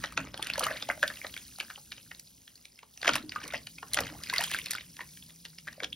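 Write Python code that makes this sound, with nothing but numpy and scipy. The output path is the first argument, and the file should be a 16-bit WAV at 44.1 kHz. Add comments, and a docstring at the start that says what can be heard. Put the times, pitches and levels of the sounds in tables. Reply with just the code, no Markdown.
"""Two wet hands turn a soaked bar of soap over a plastic basin of sudsy water, for about six seconds.
For the first second they squeeze briskly: suds squelch and fizz, and air pockets ring, smack and snap.
It then thins out until about 3 s, when a loud plunge rings and sinks to a gulp; another follows near 4 s.
A dense run of squelches and pops follows until 4.8 s, then sparse ones over the fizzing foam.
Throughout, water sloshes, a faint drone wavers, and basin and small room answer into a close stereo mic."""
import sys
import numpy as np
from scipy import signal
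from scipy.fft import rfft, irfft, next_fast_len
from scipy.io import wavfile
from scipy.ndimage import uniform_filter1d, map_coordinates

SR = 44100
rng = np.random.default_rng(int(sys.argv[2]) if len(sys.argv) > 2 else 0)


def master_out(mix):
    """Clip the mix to full scale and print it as 16-bit PCM to the path in sys.argv[1]."""
    frames = np.transpose(np.atleast_2d(mix))
    ceiling = np.clip(frames, -1, 1)
    pcm = np.round(ceiling * 32767).astype(np.int16)
    wavfile.write(sys.argv[1], SR, pcm)


N = 262395


def amp(db):
    """Decibels to gain."""
    return 10 ** (np.asarray(db) / 20)


def unit(x):
    """Scale to rms 1."""
    return x / np.sqrt(np.mean(x ** 2) + 1e-20)


def burst(x):
    """Scale a short sound to the energy of 5 ms at rms 1."""
    return x * np.sqrt(.005 * SR / (np.sum(x ** 2) + 1e-20))


def decay(t, t60):
    """An exponential fade that loses 60 dB in t60 seconds."""
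    return np.exp(-np.log(1000) * t / t60)


def along(points, hz):
    """Read (Hz, value) points on a log frequency axis."""
    f, v = np.transpose(points)
    return np.interp(np.log(hz + 1), np.log(f), v)


def level_curve(rows):
    """Join (time, level) points into one level per sample."""
    s, level_db = np.transpose(rows)
    return np.interp(np.arange(N) / SR, s, level_db)


def wobble(rate):
    """A smooth random curve, rate knots a second."""
    knots = rng.standard_normal(int(N * rate / SR) + 4)
    return map_coordinates(knots, [np.arange(N) * rate / SR])


def rise_and_fall(s, rise_s, fall_s):
    """An envelope that grows to 1 at s seconds and dies away."""
    t = np.arange(N) / SR - s
    return np.exp(np.minimum(t / rise_s, -t / fall_s))


def filtered(x, response):
    """x times a complex response of frequency."""
    m = next_fast_len(N + SR // 2)
    return irfft(rfft(x, m) * response(np.fft.rfftfreq(m, 1 / SR)), m)[..., :N]


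def coloured(x, spectrum):
    """x shaped by a spectrum, at rms 1."""
    return unit(filtered(x, lambda hz: amp(along(spectrum, hz))))


def impulse(spectrum, size=512):
    """The causal impulse response that has this spectrum, by folding its cepstrum."""
    cepstrum = irfft(np.log(amp(along(spectrum, np.fft.rfftfreq(size, 1 / SR)))))
    cepstrum[1:size // 2] *= 2
    cepstrum[size // 2 + 1:] = 0
    return irfft(np.exp(rfft(cepstrum)))


def add(track, s, sound):
    """Mix a sound into the track at s seconds."""
    part = track[max(round(s * SR), 0):][:len(sound)]
    part += sound[:len(part)]


def bubble(t, hz, t60, rise, swell):
    """An air pocket swells for some cycles, then rings out; its pitch has changed by the share rise at t60."""
    glide = 1 + rise * np.minimum(t / t60, 2) / 2
    onset = 1 - np.exp(-(t * hz / swell) ** 2)
    return np.sin(2 * np.pi * hz * t * glide) * decay(t, t60) * onset


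# squeezes of the lather: (time of greatest pressure [s], squelch level [dB], length [s],
# resonance of the hollow between the hands [Hz])
SQUEEZE_MOVES = [(0.058, -48.5, 0.12, 1530), (0.198, -41, 0.021, 1230), (0.236, -49, 0.069, 993),
                 (0.411, -50, 0.11, 755), (0.461, -46.5, 0.14, 1860), (0.647, -33.5, .12, 1410),
                 (0.777, -46, 0.066, 2800), (0.909, -37.5, 0.016, 1000), (1.098, -51, 0.22, 2930),
                 (1.246, -46, 0.023, 1110), (1.395, -60, 0.24, 2980), (1.616, -50, 0.028, 1110),
                 (1.706, -54.5, 0.057, 2100), (1.975, -58, 0.072, 2985), (3.085, -37, 0.068, 1385),
                 (3.173, -40, 0.041, 1500), (3.338, -46.5, 0.041, 2700), (3.441, -43.5, 0.11, 1695),
                 (3.551, -41.5, 0.04, 2360), (3.994, -39.5, 0.091, 1100), (4.142, -54, .14, 605),
                 (4.271, -46, 0.079, 3420), (4.363, -35.5, 0.082, 1813), (4.413, -35, 0.062, 1697),
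                 (4.53, -39, 0.13, 2640), (4.735, -43, 0.089, 2718), (5.011, -50.5, 0.05, 1310),
                 (5.295, -59.5, 0.041, 1896), (5.723, -59.5, 0.08, 1682)]
PRESS_SHARE = .4  # part of a squeeze's length that sets its build-up
REST_DB, REST_HZ = -73.5, 2600  # squelch and hollow of the resting hands
HOLLOW_RISE_OCTAVES = 0.18  # the hollow climbs from this far below to this far above its pitch


def pressure():
    """How hard the hands work the lather, in dB of squelch, and the pitch of the closing hollow between them."""
    t = np.arange(N) / SR
    power = np.full(N, amp(REST_DB) ** 2)
    # each squeeze pulls the pitch by its share of the power
    pitch = power * np.log2(REST_HZ)
    for s, db, length, hz in SQUEEZE_MOVES:
        squeeze = rise_and_fall(s, PRESS_SHARE * length, (1 - PRESS_SHARE) * length)
        part = (amp(db) * squeeze) ** 2
        closing = HOLLOW_RISE_OCTAVES * np.clip((t - s) / length, -1, 1)
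        power = power + part
        pitch = pitch + part * (np.log2(hz) + closing)
    return 10 * np.log10(power), 2 ** (pitch / power)


HOLLOW_OCTAVES = 0.88  # from the resonance's centre to half power


def hollow(x, hollow_hz):
    """The cupped hands colour x with one broad, moving resonance and keep its level."""
    hz, t, z = signal.stft(x, SR, nperseg=256)
    centre_hz = np.interp(t * SR, np.arange(N), hollow_hz)
    octaves = np.log2((hz[:, None] + 1) / centre_hz)
    boost = 1 / (1 + (octaves / HOLLOW_OCTAVES) ** 2)
    power = np.mean(np.abs(z) ** 2, axis=1, keepdims=True)
    gain = np.sqrt(boost / np.sum(boost * power, axis=0))
    return unit(signal.istft(z * gain, SR, nperseg=256)[1][:N])


def grains(count, centre_hz, spread, cycles, scatter_db, size):
    """Many tiny bubbles at random moments, of random pitch and strength, evened out in spectrum."""
    when, pitch, strength = rng.random((3, count, 1))
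    hz = np.clip(centre_hz * (pitch / (1 - pitch)) ** spread, 300, 15000)
    t = np.arange(size) / SR
    gain = amp(scatter_db * np.minimum(-np.log(1 - strength), 3.5))
    rings = gain * bubble(t, hz, np.minimum(cycles / hz, size / SR), rise=.2, swell=1)
    starts = np.floor(when * N).astype(int)
    cloud = np.bincount((starts + np.arange(size)).ravel(), rings.ravel(), N + size)[:N]
    # even out the spectrum, so that the lather alone sets the colour
    z = rfft(cloud)
    power = np.abs(uniform_filter1d(np.abs(z) ** 2, size=2001))
    return unit(irfft(z / np.sqrt(power + power.max() / 10 ** 4), N))


# colour of the mid-sized bubbles that squelch: (frequency [Hz], relative density [dB per Hz])
SQUELCH_COLOUR = [(150, -4.5), (400, -2), (600, -3.5), (900, -4.5), (1500, -2.5), (2800, 0), (5000, -3.5),
                  (8000, -11.5), (16000, -24.5)]
# colour of the foam's fine fizz: (frequency [Hz], relative density [dB per Hz])
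FIZZ_COLOUR = [(500, -42.5), (1300, -44), (2500, -4), (4500, 6), (6000, 7.5), (8500, 6.5), (11000, 5),
               (13500, 2), (15500, 10.5), (16400, -18.5)]
# colour of single foam bubbles: (frequency [Hz], relative density [dB per Hz])
TICK_COLOUR = [(600, -35), (1500, -7.5), (3000, -9), (5000, 2), (8000, -21.5), (16000, -25.5)]
# the foam's own fizz, to which squeezing adds: (time [s], level [dB])
FOAM_LEVEL = [(0, -53), (.2, -66), (.5, -59), (.7, -55), (1.1, -52), (1.6, -53), (1.9, -57), (2.6, -62.5),
              (2.85, -65.5), (3.02, -58), (3.27, -60.5), (3.45, -61), (3.85, -56.5), (4.2, -55),
              (4.48, -44.5), (4.75, -58), (5.15, -55), (5.95, -63)]
STIRRED_FIZZ_DB = -12  # extra fizz against the squelch
TICK_DB = -9.5  # single bubbles against the fizz


def lather(press_db, hollow_hz):
    """Squeezed suds: clumps of mid-sized bubbles squelch over the fine fizz and single ticks of bursting foam."""
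    medium = grains(count=4600, centre_hz=1700, spread=.44, cycles=21, scatter_db=3.8, size=900)
    tiny = grains(count=34000, centre_hz=6500, spread=.38, cycles=14, scatter_db=2.8, size=140)
    single = grains(count=420, centre_hz=3200, spread=.3, cycles=20, scatter_db=4.5, size=600)
    squelch = amp(press_db + wobble(50)) * hollow(coloured(medium, SQUELCH_COLOUR), hollow_hz)
    fizz_level = np.hypot(amp(level_curve(FOAM_LEVEL)), amp(press_db + STIRRED_FIZZ_DB))
    fizz = amp(0.61 * wobble(40)) * coloured(tiny, FIZZ_COLOUR)
    ticks = amp(TICK_DB) * coloured(single, TICK_COLOUR)
    return squelch + fizz_level * (fizz + ticks)


def noise_break(colour, t60, swell_db):
    """A noise burst of uneven little steps swells over 10 ms, then breaks and fades."""
    t = np.arange(2048) / SR - .01
    after = np.maximum(t, 0)
    swelling = amp(swell_db) * np.exp(-np.abs(t) / 0.0028)
    release = decay(after, t60) * (1 - np.exp(-after / 0.00044))
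    steps = rng.standard_normal(len(t)) * amp(0.52 * rng.standard_normal(len(t)))
    noise = steps * (swelling + release / release.max())
    return burst(signal.fftconvolve(noise, impulse(colour)))


def spray(centre_hz, octaves, spread_s, cycles, count):
    """A handful of small bubbles that break at random moments, the later ones tending weaker."""
    cluster, t = np.zeros(2048), np.arange(1024) / SR
    for when, pitch, strength in rng.random((count, 3)):
        hz = min(centre_hz * 2 ** (octaves * (pitch - .5)), SR / 3)
        ring = bubble(t, hz, min(cycles / hz, len(t) / SR), rise=.4, swell=1.0)
        add(cluster, spread_s * when, amp(-7 * strength - 23 * when) * burst(ring))
    return burst(cluster)


# colour of a pocket's wall slapping shut: (frequency [Hz], relative density [dB per Hz])
SLAP_COLOUR = [(100, -37.5), (260, -5.5), (400, -7.5), (600, -2.5), (950, -2), (1500, -3.5), (4000, -75)]
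# colour of the wall's smack: (frequency [Hz], relative density [dB per Hz])
SMACK_COLOUR = [(400, -7), (900, -34.5), (1400, 2.5), (2800, 9.5), (5000, 4.5), (7000, -0.5),
                (14000, -46.5)]
# colour of the thin film's snap: (frequency [Hz], relative density [dB per Hz])
SNAP_COLOUR = [(2500, -25.5), (4500, 3), (6000, -1.5), (8500, 1.5), (11000, -1.5), (16000, -10.5)]
RING_T60_S, RING_SHORTENS = 0.018, 0.62  # ring of a 1 kHz pocket; power by which higher ones die sooner
SLAP_DB, SNAP_DB = -14.5, -11.5  # against the pocket's strength, at brightness 0


def pocket(db, hz, tone_db, bright_db):
    """A pocket's cavity rings, 10 ms in; its wall slaps shut, smacks into small bubbles and snaps as a thin film."""
    sound, t = np.zeros(2560), np.arange(2048) / SR
    ring_db, smack_db = db + tone_db / 2, db - tone_db / 2
    t60 = RING_T60_S * (10 ** 3 / hz) ** RING_SHORTENS
    ring = amp(ring_db) * burst(bubble(t, hz, t60, rise=.16, swell=1.3))
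    neighbours = amp(ring_db - 13) * spray(hz, octaves=.8, spread_s=.02, cycles=41, count=3)
    # a large pocket breaks into larger, lower bubbles
    fragments = spray(48 * np.sqrt(hz), octaves=1.836, spread_s=.004, cycles=16.3, count=5)
    smack = amp(smack_db - 2.5) * fragments
    # brightness trades slap for snap
    slap = amp(db + SLAP_DB - bright_db) * noise_break(SLAP_COLOUR, t60=0.054, swell_db=-6.0)
    wall_smack = amp(smack_db - 5.0) * noise_break(SMACK_COLOUR, t60=0.011, swell_db=-1.5)
    snap = amp(db + SNAP_DB + bright_db) * noise_break(SNAP_COLOUR, t60=0.011, swell_db=-20)
    # the noise swells before the ring; the neighbours may begin up to 5 ms ahead of it
    add(sound, 0, slap + wall_smack + snap)
    add(sound, .005, neighbours)
    add(sound, .01, ring + smack)
    return sound


# the larger air pockets: (time [s], strength [dB], ring [Hz], ring over smack [dB], brightness [dB],
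# number of bursts [count])
AIR_POCKETS = [(0.0389, -31, 1820, -1, -5.5, 2), (0.123, -49, 1200, 7, 12.5, 1),
               (0.1756, -25, 2380, -3.5, -8.5, 1), (.271, -52, 2450, -10, -16, 1),
               (.342, -41, 2920, -7, -13, 1), (0.376, -43.5, 3180, 6, 11, 1),
               (0.394, -45.5, 815, 10, -19.5, 1), (0.426, -33.5, 3350, 3.5, 11, 1),
               (0.445, -45, 5370, 2, 11, 1), (0.469, -36, 3580, -6, 7, 1), (0.5002, -31.5, 2520, 7, 1.5, 1),
               (0.5358, -34.5, 4160, 6.5, 3.5, 1), (0.5563, -38.5, 1630, 5, 0, 1),
               (0.579, -33.5, 578, -1.5, 9, 1), (0.594, -37.5, 3053, 4, 22.5, 1),
               (.607, -42, 706, 5, -24.5, 2), (.633, -37.5, 1290, 13, -3, 1), (0.6394, -40, 3950, 8, 20, 1),
               (0.6663, -29, 1215, 6, 3.5, 1), (.708, -40, 600, 3, 1, 1), (0.7126, -40.5, 1630, 16, -5, 1),
               (.769, -43.5, 3080, 7, 0, 1), (0.8242, -34.5, 3400, -6, -4.5, 1),
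               (0.8887, -32, 663, 1.5, -4, 1), (.899, -36.5, 1494, 16.5, -14, 1),
               (0.9006, -35, 2000, 19, -6, 1), (.975, -49, 610, 3, -6, 1),
               (1.029, -23.5, 1600, 8.5, -3.5, 2), (1.078, -35, 3560, 0, 10.5, 1),
               (1.101, -38.5, 1700, 7.5, -4, 3), (1.171, -48, 2664, 7, 6, 1), (1.2155, -48, 2170, 20, 3, 1),
               (1.246, -41, 1820, 9.5, -16.5, 1), (1.267, -43.5, 3800, -4.5, -3, 1),
               (1.34, -43.5, 3160, 0.5, 3, 1), (1.3651, -40.5, 2220, 3.5, 3, 1),
               (1.376, -41, 3290, 1, 6, 1), (1.585, -51, 755, -5, 18, 1), (1.601, -33, 2630, -5.5, 1, 2),
               (1.607, -54, 1260, 14, -4, 1), (1.628, -59.5, 1230, 3, -21, 1),
               (1.7012, -40.5, 1510, 2.5, 0.5, 2), (1.7587, -50.5, 2930, 16, 1, 1),
               (1.776, -57, 770, -8.5, -19.5, 1), (1.919, -41.5, 2560, -12.5, 2.5, 2),
               (1.9794, -54.5, 1980, -17, -7, 1), (2.114, -43, 1830, 3, -4, 1),
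               (2.148, -53.5, 4200, -8, -1, 1), (2.196, -52.5, 5860, -3.5, 21.5, 1),
               (2.272, -62, 3800, 8, 7, 1), (2.4779, -51, 3150, 2, 8, 1), (2.556, -61.5, 4290, 15, 18, 1),
               (2.654, -48, 3720, -2.5, 7, 1), (2.7892, -53, 2088, -7, 8, 1),
               (2.83, -52.5, 1066, -9, -10.5, 1), (2.9748, -48, 5830, 4, 5, 1),
               (3.016, -42.5, 4390, 3, 3, 1), (3.0292, -32.5, 1570, -1.5, -4, 1),
               (3.0458, -33, 1594, -3.5, -5, 3), (3.057, -33, 1590, 6, -9, 1), (3.07, -30, 3070, -5, -3, 1),
               (3.078, -19, 1780, -5.5, -7, 1), (3.091, -21.5, 1375, -0.5, -7, 1),
               (3.1347, -30, 3630, -6, 3, 2), (3.155, -30, 1290, -12.5, 10.5, 2),
               (3.2939, -42.5, 4590, 10, 2, 1), (3.3203, -42, 1900, -9, 2, 1),
               (3.3605, -38.5, 1450, 5, -1, 2), (3.415, -53, 1660, 11, -3, 2), (3.44, -47, 5400, 0, 7, 1),
               (3.478, -49, 5030, -2, 20.5, 1), (3.5045, -50.5, 2250, 16, -1, 1),
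               (3.5235, -43, 1423, 2, 2, 1), (3.5364, -35.5, 650, 0.5, 2.5, 1),
               (3.5436, -37.5, 1900, 15.5, -7, 1), (3.549, -42, 2600, 12, -11, 2),
               (3.6698, -41, 2840, -4.5, 4, 1), (3.784, -45.5, 2375, 7, -0.5, 1),
               (3.829, -41, 1014, 3.5, -13, 1), (3.934, -35.5, 3990, 9, 19.5, 1),
               (3.9439, -33.5, 3050, 4, 19.5, 1), (3.972, -26, 1840, -4, -7.5, 1),
               (3.9881, -26, 1887, 3, -10, 1), (4.0049, -43.5, 690, 15, 25, 1),
               (4.068, -41.5, 2430, -6, 4, 1), (4.079, -45.5, 3064, 6, -1, 1),
               (4.099, -44.5, 1840, -1, -8, 1), (4.236, -39.5, 4826, 2, 11, 1),
               (4.2983, -33.5, 2330, -9, 4.5, 1), (4.3371, -34.5, 2090, 5, 12.5, 1),
               (4.3609, -35.5, 2386, -5, 5, 1), (4.3821, -27.5, 4510, 4.5, 4, 1),
               (4.4087, -37.5, 900, 1, 16.5, 1), (4.438, -36.5, 3180, -5, 18.5, 1),
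               (4.514, -39.5, 2322, -15, 16, 1), (4.538, -33, 2560, -2, 5, 1), (4.546, -31, 1556, 10, 4, 1),
               (4.5871, -38.5, 2150, 11, 12, 1), (4.659, -44, 4440, -15, 16.5, 1),
               (4.667, -40, 2514, -2, -3, 1), (4.708, -38.5, 3800, -7, 23, 2),
               (4.7334, -37, 1660, -6, 11, 1), (4.7509, -34.5, 1417, 4, 5, 1),
               (4.7828, -48, 2140, 19, -6, 1), (4.809, -46.5, 2950, -1, 1, 1),
               (4.967, -50.5, 3274, -8.5, 10, 1), (4.991, -45, 1800, 9, 2, 1),
               (5.0067, -42, 1860, 9, -9.5, 2), (5.172, -52.5, 3047, 0.5, 12, 1),
               (5.225, -57.5, 3273, 20, -2, 1), (5.4515, -41.5, 3520, -5, 2.5, 2),
               (5.585, -46.5, 5290, -4, 4.5, 1), (5.672, -48, 1540, 1, -1, 1),
               (5.6773, -40, 1804, 4.5, -3, 2), (5.729, -53.5, 1806, 4, 13, 1),
               (5.8026, -39, 2152, 0, -9, 1), (5.824, -46.5, 448, 10, -3, 1), (5.833, -35, 3550, -1, -6, 2),
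               (5.844, -34.5, 3610, -10, -2.5, 1), (5.929, -53, 3270, 39.5, 12, 1)]
# a pocket that empties in steps: each is later, weaker, lower (pitch as a ratio)
BURST_GAP_S, BURST_LOSS_DB, BURST_PITCH = .007, 6, 0.97


def pops():
    """Each larger pocket empties in one burst or a quick run of them."""
    track = np.zeros(N)
    for s, db, hz, tone_db, bright_db, bursts in AIR_POCKETS:
        for k in range(round(bursts)):
            sound = pocket(db - k * BURST_LOSS_DB, hz * BURST_PITCH ** k, tone_db, bright_db)
            add(track, s + k * BURST_GAP_S - .01, sound)  # start early: the ring comes 10 ms in
    return track


STRAY_IDLE_PER_S, STRAY_BUSY_PER_S = 3, 40  # limits of the rate from no pressure to the hardest
BUSY_DB = -44  # squelch level at which the hands are half busy
# strength at BUSY_DB; its growth in dB per dB of squelch; its random spread
STRAY_DB, STRAY_GROWS, STRAY_SCATTER_DB = -50, 0.45, 0.5
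STRAY_OVER_HOLLOW, STRAY_OCTAVES = 1.8, 0.55  # middle pitch as a ratio to the hollow's; its random spread
STRAY_TONE_DB, STRAY_BRIGHT_DB = 5, -0.5  # average ring over smack; average brightness


def strays(press_db, hollow_hz):
    """Small pockets burst at random, thicker and louder under pressure."""
    track = np.zeros(N)
    busy = 1 / (1 + amp(BUSY_DB - press_db))
    # running count of bursts that are due
    due = np.cumsum(STRAY_IDLE_PER_S + (STRAY_BUSY_PER_S - STRAY_IDLE_PER_S) * busy) / SR
    chances, draws = rng.random(size=200), rng.standard_normal(size=(200, 4))
    for k, (chance, (strength, pitch, tone, bright)) in enumerate(zip(chances, draws)):
        n = np.searchsorted(due, k + chance)
        if n < N:
            db = STRAY_DB + STRAY_GROWS * (press_db[n] - BUSY_DB) + STRAY_SCATTER_DB * strength
            hz = hollow_hz[n] * STRAY_OVER_HOLLOW * 2 ** (STRAY_OCTAVES * pitch)
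            sound = pocket(db, hz, STRAY_TONE_DB + 4 * tone, STRAY_BRIGHT_DB + 3 * bright)
            add(track, n / SR, sound)
    return track


GURGLES_PER_S = 130  # chains a second that the hardest pressure approaches
GURGLE_DB = -9  # first bubble of a chain against the squelch
GURGLE_OCTAVES, GURGLE_GLIDE = .5, .3  # random spread of pitch; scale of the glide as a share of pitch
LINK_GAP_S, LINK_PITCH, LINK_LOSS_DB = 0.0099, 1.1, 4.5  # average gap, pitch ratio and loss per link


def gurgle(press_db, hollow_hz):
    """Water forced between the fingers: short chains of soft, gliding bubbles, each higher and weaker."""
    track, t = np.zeros(N), np.arange(2048) / SR
    # running count of chains that are due
    due = np.cumsum(GURGLES_PER_S / (1 + amp(BUSY_DB - press_db) ** 2)) / SR
    chances, draws = rng.random(size=200), rng.standard_normal(size=(200, 2))
    for k, (chance, (pitch, glide)) in enumerate(zip(chances, draws)):
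        n = np.searchsorted(due, k + chance)
        if n < N:
            rise = GURGLE_GLIDE * (.5 + np.tanh(glide))
            for link in range(3):
                hz = hollow_hz[n] * 2 ** (GURGLE_OCTAVES * pitch) * LINK_PITCH ** link
                ring = burst(bubble(t, hz, t60=40 / hz, rise=rise, swell=2))
                gain = amp(press_db[n] + GURGLE_DB - link * LINK_LOSS_DB)
                add(track, n / SR + link * LINK_GAP_S * (.5 + chance), gain * ring)
    return track


# clean-ringing bubbles under the hands: (time [s], level [dB], pitch [Hz], t60 [s],
# glide [share of the pitch])
GLUG_BUBBLES = [(.607, -41.5, 1225, .045, .15), (.632, -37.5, 1310, 0.026, 0.3),
                (0.669, -34.5, 1340, 0.031, 0.096), (.683, -37, 1964, .05, 0.16),
                (.903, -38, 635, 0.042, 0.76), (1.032, -35, 592, .045, .05),
                (1.042, -28, 1670, 0.0223, 0.31), (3.236, -40.5, 331, .12, -.75),
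                (3.3597, -28, 1180, 0.043, 0.19), (3.434, -48, 288, .1, -0.15),
                (4.007, -37, 483, .066, -0.16), (4.103, -48.5, 302, 0.097, -0.13),
                (4.298, -34, 1520, 0.06, .3), (4.328, -33, 970, .05, 0.6), (4.339, -30, 2070, 0.03, 0.019),
                (4.362, -31, 2077, 0.034, -.3), (4.369, -39, 1450, 0.023, .2),
                (4.391, -36, 663, 0.053, 0.43), (4.406, -29, 1810, 0.036, .15),
                (4.442, -31, 3145, 0.022, .03), (4.993, -43, 990, 0.036, -0.16),
                (5.684, -34, 1795, 0.015, -0.18), (5.779, -51, 610, 0.023, -0.25)]


def glugs():
    """Large pockets of air wobble under the water; their pitch glides as they shrink or open."""
    track, t = np.zeros(N), np.arange(SR // 4) / SR
    for s, db, hz, t60, rise in GLUG_BUBBLES:
        add(track, s, amp(db) * burst(bubble(t, hz, t60, rise, swell=1)))
    return track


# the hands or the bar plunge into the water: (time [s], level [dB])
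PLUNGE_HITS = [(.176, -41), (3.074, -31), (3.153, -38.5), (3.538, -48), (3.973, -37.5)]
# modes of a plunge's cavity, high at once, then low as it deepens:
# (starting pitch [Hz], level against the plunge [dB], rise [s], t60 [s])
CAVITY_MODES = [(633, -0.5, .002, 0.085), (281.4, -.5, .02, 0.21)]
CAVITY_WAVER = .9  # unsteadiness of the ring's phase [radians]
CAVITY_SINK_PER_S = 2.2  # share of the starting pitch lost per second


def plunges():
    """A plunge opens a cavity in the water, whose unsteady ring sinks to a low gulp."""
    track, t = np.zeros(N), np.arange(SR // 4) / SR
    for s, db in PLUNGE_HITS:
        for hz, mode_db, rise_s, t60 in CAVITY_MODES:
            envelope = (1 - np.exp(-(t / rise_s) ** 2)) * decay(t, t60)
            cycles = hz * t * (1 - CAVITY_SINK_PER_S * t / 2)
            waver = CAVITY_WAVER * wobble(hz / 4)[:len(t)]
            ring = np.sin(2 * np.pi * cycles + waver)
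            add(track, s, amp(db + mode_db) * burst(envelope * ring))
    return track


# colour of the moving water: (frequency [Hz], relative density [dB per Hz])
WATER_COLOUR = [(20, -20), (35, -16), (58, 2), (88, -1.5), (125, 0.5), (170, -1), (270, -3.5), (400, -18),
                (900, -43.5), (3000, -58)]
# the hands push the water: (time [s], level [dB])
SLOSH_PUSHES = [(.01, -49.5), (0.212, -47), (.63, -48), (1.12, -57.5), (3.15, -47.5), (3.55, -64),
                (4.02, -45), (5.72, -59), (5.9, -57.5)]
SLOSH_RISE_S, SLOSH_FALL_S = 0.058, 0.05
RIPPLE_DB, RIPPLE_FALL_S = -9, 0.98  # ripples against the push they follow
STILL_DB = -75  # water at rest


def water():
    """Each push raises a low swash that settles into ripples, nearly alike in both channels."""
    power = amp(STILL_DB) ** 2
    for s, db in SLOSH_PUSHES:
        swash = rise_and_fall(s, SLOSH_RISE_S, SLOSH_FALL_S)
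        ripples = amp(RIPPLE_DB) * rise_and_fall(s, SLOSH_RISE_S, RIPPLE_FALL_S)
        power = power + amp(db) ** 2 * (swash ** 2 + ripples ** 2)
    middle, side = coloured(rng.standard_normal((2, N)), WATER_COLOUR)
    stereo = middle + amp(-20.5) * np.array([side, -side])
    return np.sqrt(power) * amp(1.9 * wobble(18)) * stereo


# ring of the basin: (centre [Hz], width [Hz], relative level [dB])
BASIN_MODES = [(302.7, 13, 14.5), (561, 130, 13.5), (1176, 80, -32), (1480, 100, -21)]


def basin(x):
    """The plastic bowl rings in a few resonant modes."""
    def modes(f):
        return sum(amp(db) * 1j * f * w / (c * c - f * f + 1j * f * w) for c, w, db in BASIN_MODES)
    return filtered(x, modes)


# how long the room rings: (frequency [Hz], t60 [s])
ROOM_DECAY = [(230, 0.47), (700, 0.16), (4000, 0.13), (14000, 0.069)]


def room(x):
    """A short, diffuse tail of fading noise, different in each channel and for each quarter second of sound."""
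    out = np.zeros((2, N + SR))
    for start in range(0, N, SR // 4):
        hz, t, z = signal.stft(rng.standard_normal((2, SR // 3)), SR, nperseg=256)
        fade = decay(t, along(ROOM_DECAY, hz)[:, None])
        tail = signal.istft(z * fade, SR, nperseg=256)[1]
        tail = tail / np.linalg.norm(tail[0])
        answer = signal.fftconvolve(x[None, start:start + SR // 4], tail, axes=1)
        # the answer comes 2.5 ms late
        out[:, start + SR // 400:][:, :answer.shape[1]] += answer
    return out[:, :N]


# a faint low drone in the room: (time [s], level [dB])
DRONE_LEVEL = [(0, -61), (1.5, -76.5), (2.1, -72), (2.75, -86), (4.4, -57.5), (4.9, -64.5), (5.4, -63.5),
               (5.95, -61)]
# the drone's two tones: (pitch [Hz], level against the drone [dB])
DRONE_TONES = [(116, -19), (166, -1)]


def background():
    """A drone of two tones, wavering in level and phase, and the faint air of the room as coloured noise."""
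    t = np.arange(N) / SR
    drone = np.zeros(N)
    for hz, db in DRONE_TONES:
        tone = unit(np.sin(2 * np.pi * hz * t + 1.5 * wobble(18)))
        drone += amp(db + 3 * wobble(12)) * tone
    # (frequency [Hz], relative density [dB per Hz])
    air_colour = [(30, -40.0), (95, -14), (150, 0.0), (400, 5.5), (1000, -2), (4000, -51.0), (16000, -73.5)]
    air, side = coloured(rng.standard_normal((2, N)), air_colour)
    wide_air = air + amp(5.5) * np.array([side, -side])
    return amp(level_curve(DRONE_LEVEL)) * drone + amp(-79.0) * wide_air


def scene():
    """Hands and basin in the middle, the room around them, water and background below."""
    press_db, hollow_hz = pressure()
    hands = lather(press_db, hollow_hz) + gurgle(press_db, hollow_hz) + strays(press_db, hollow_hz)
    hands = hands + pops() + glugs() + plunges()
    near = hands + amp(-16.0) * basin(hands)
    middle, side = room(near)
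    width = amp(-18) * side
    below = water() + background()
    return near + below + amp(-12) * middle + np.array([width, -width])


# phase between the microphone's channels: (frequency [Hz], lead of the left [radians])
CHANNEL_LEAD = [(100, 0), (1000, -.3), (1700, 0), (2600, .75), (4500, .85), (4800, 0), (5300, .1),
                (7500, 3.1), (10500, 6.2), (11600, 6.4), (14300, 9.4), (15700, 10.5)]
TOP_HZ = 16300  # half-power point of the steep band limit


def record(dry):
    """The microphone turns the phase between its channels and cuts steeply above its band limit."""
    def turn(hz):
        lead = np.interp(hz, *np.transpose(CHANNEL_LEAD))
        return np.exp(1j * np.outer([1, -1], lead) / 2)
    turned = filtered(dry, turn)
    return filtered(turned, lambda hz: 1 / np.sqrt(1 + (hz / TOP_HZ) ** 160))


dry = scene()
out = record(dry)
master_out(out)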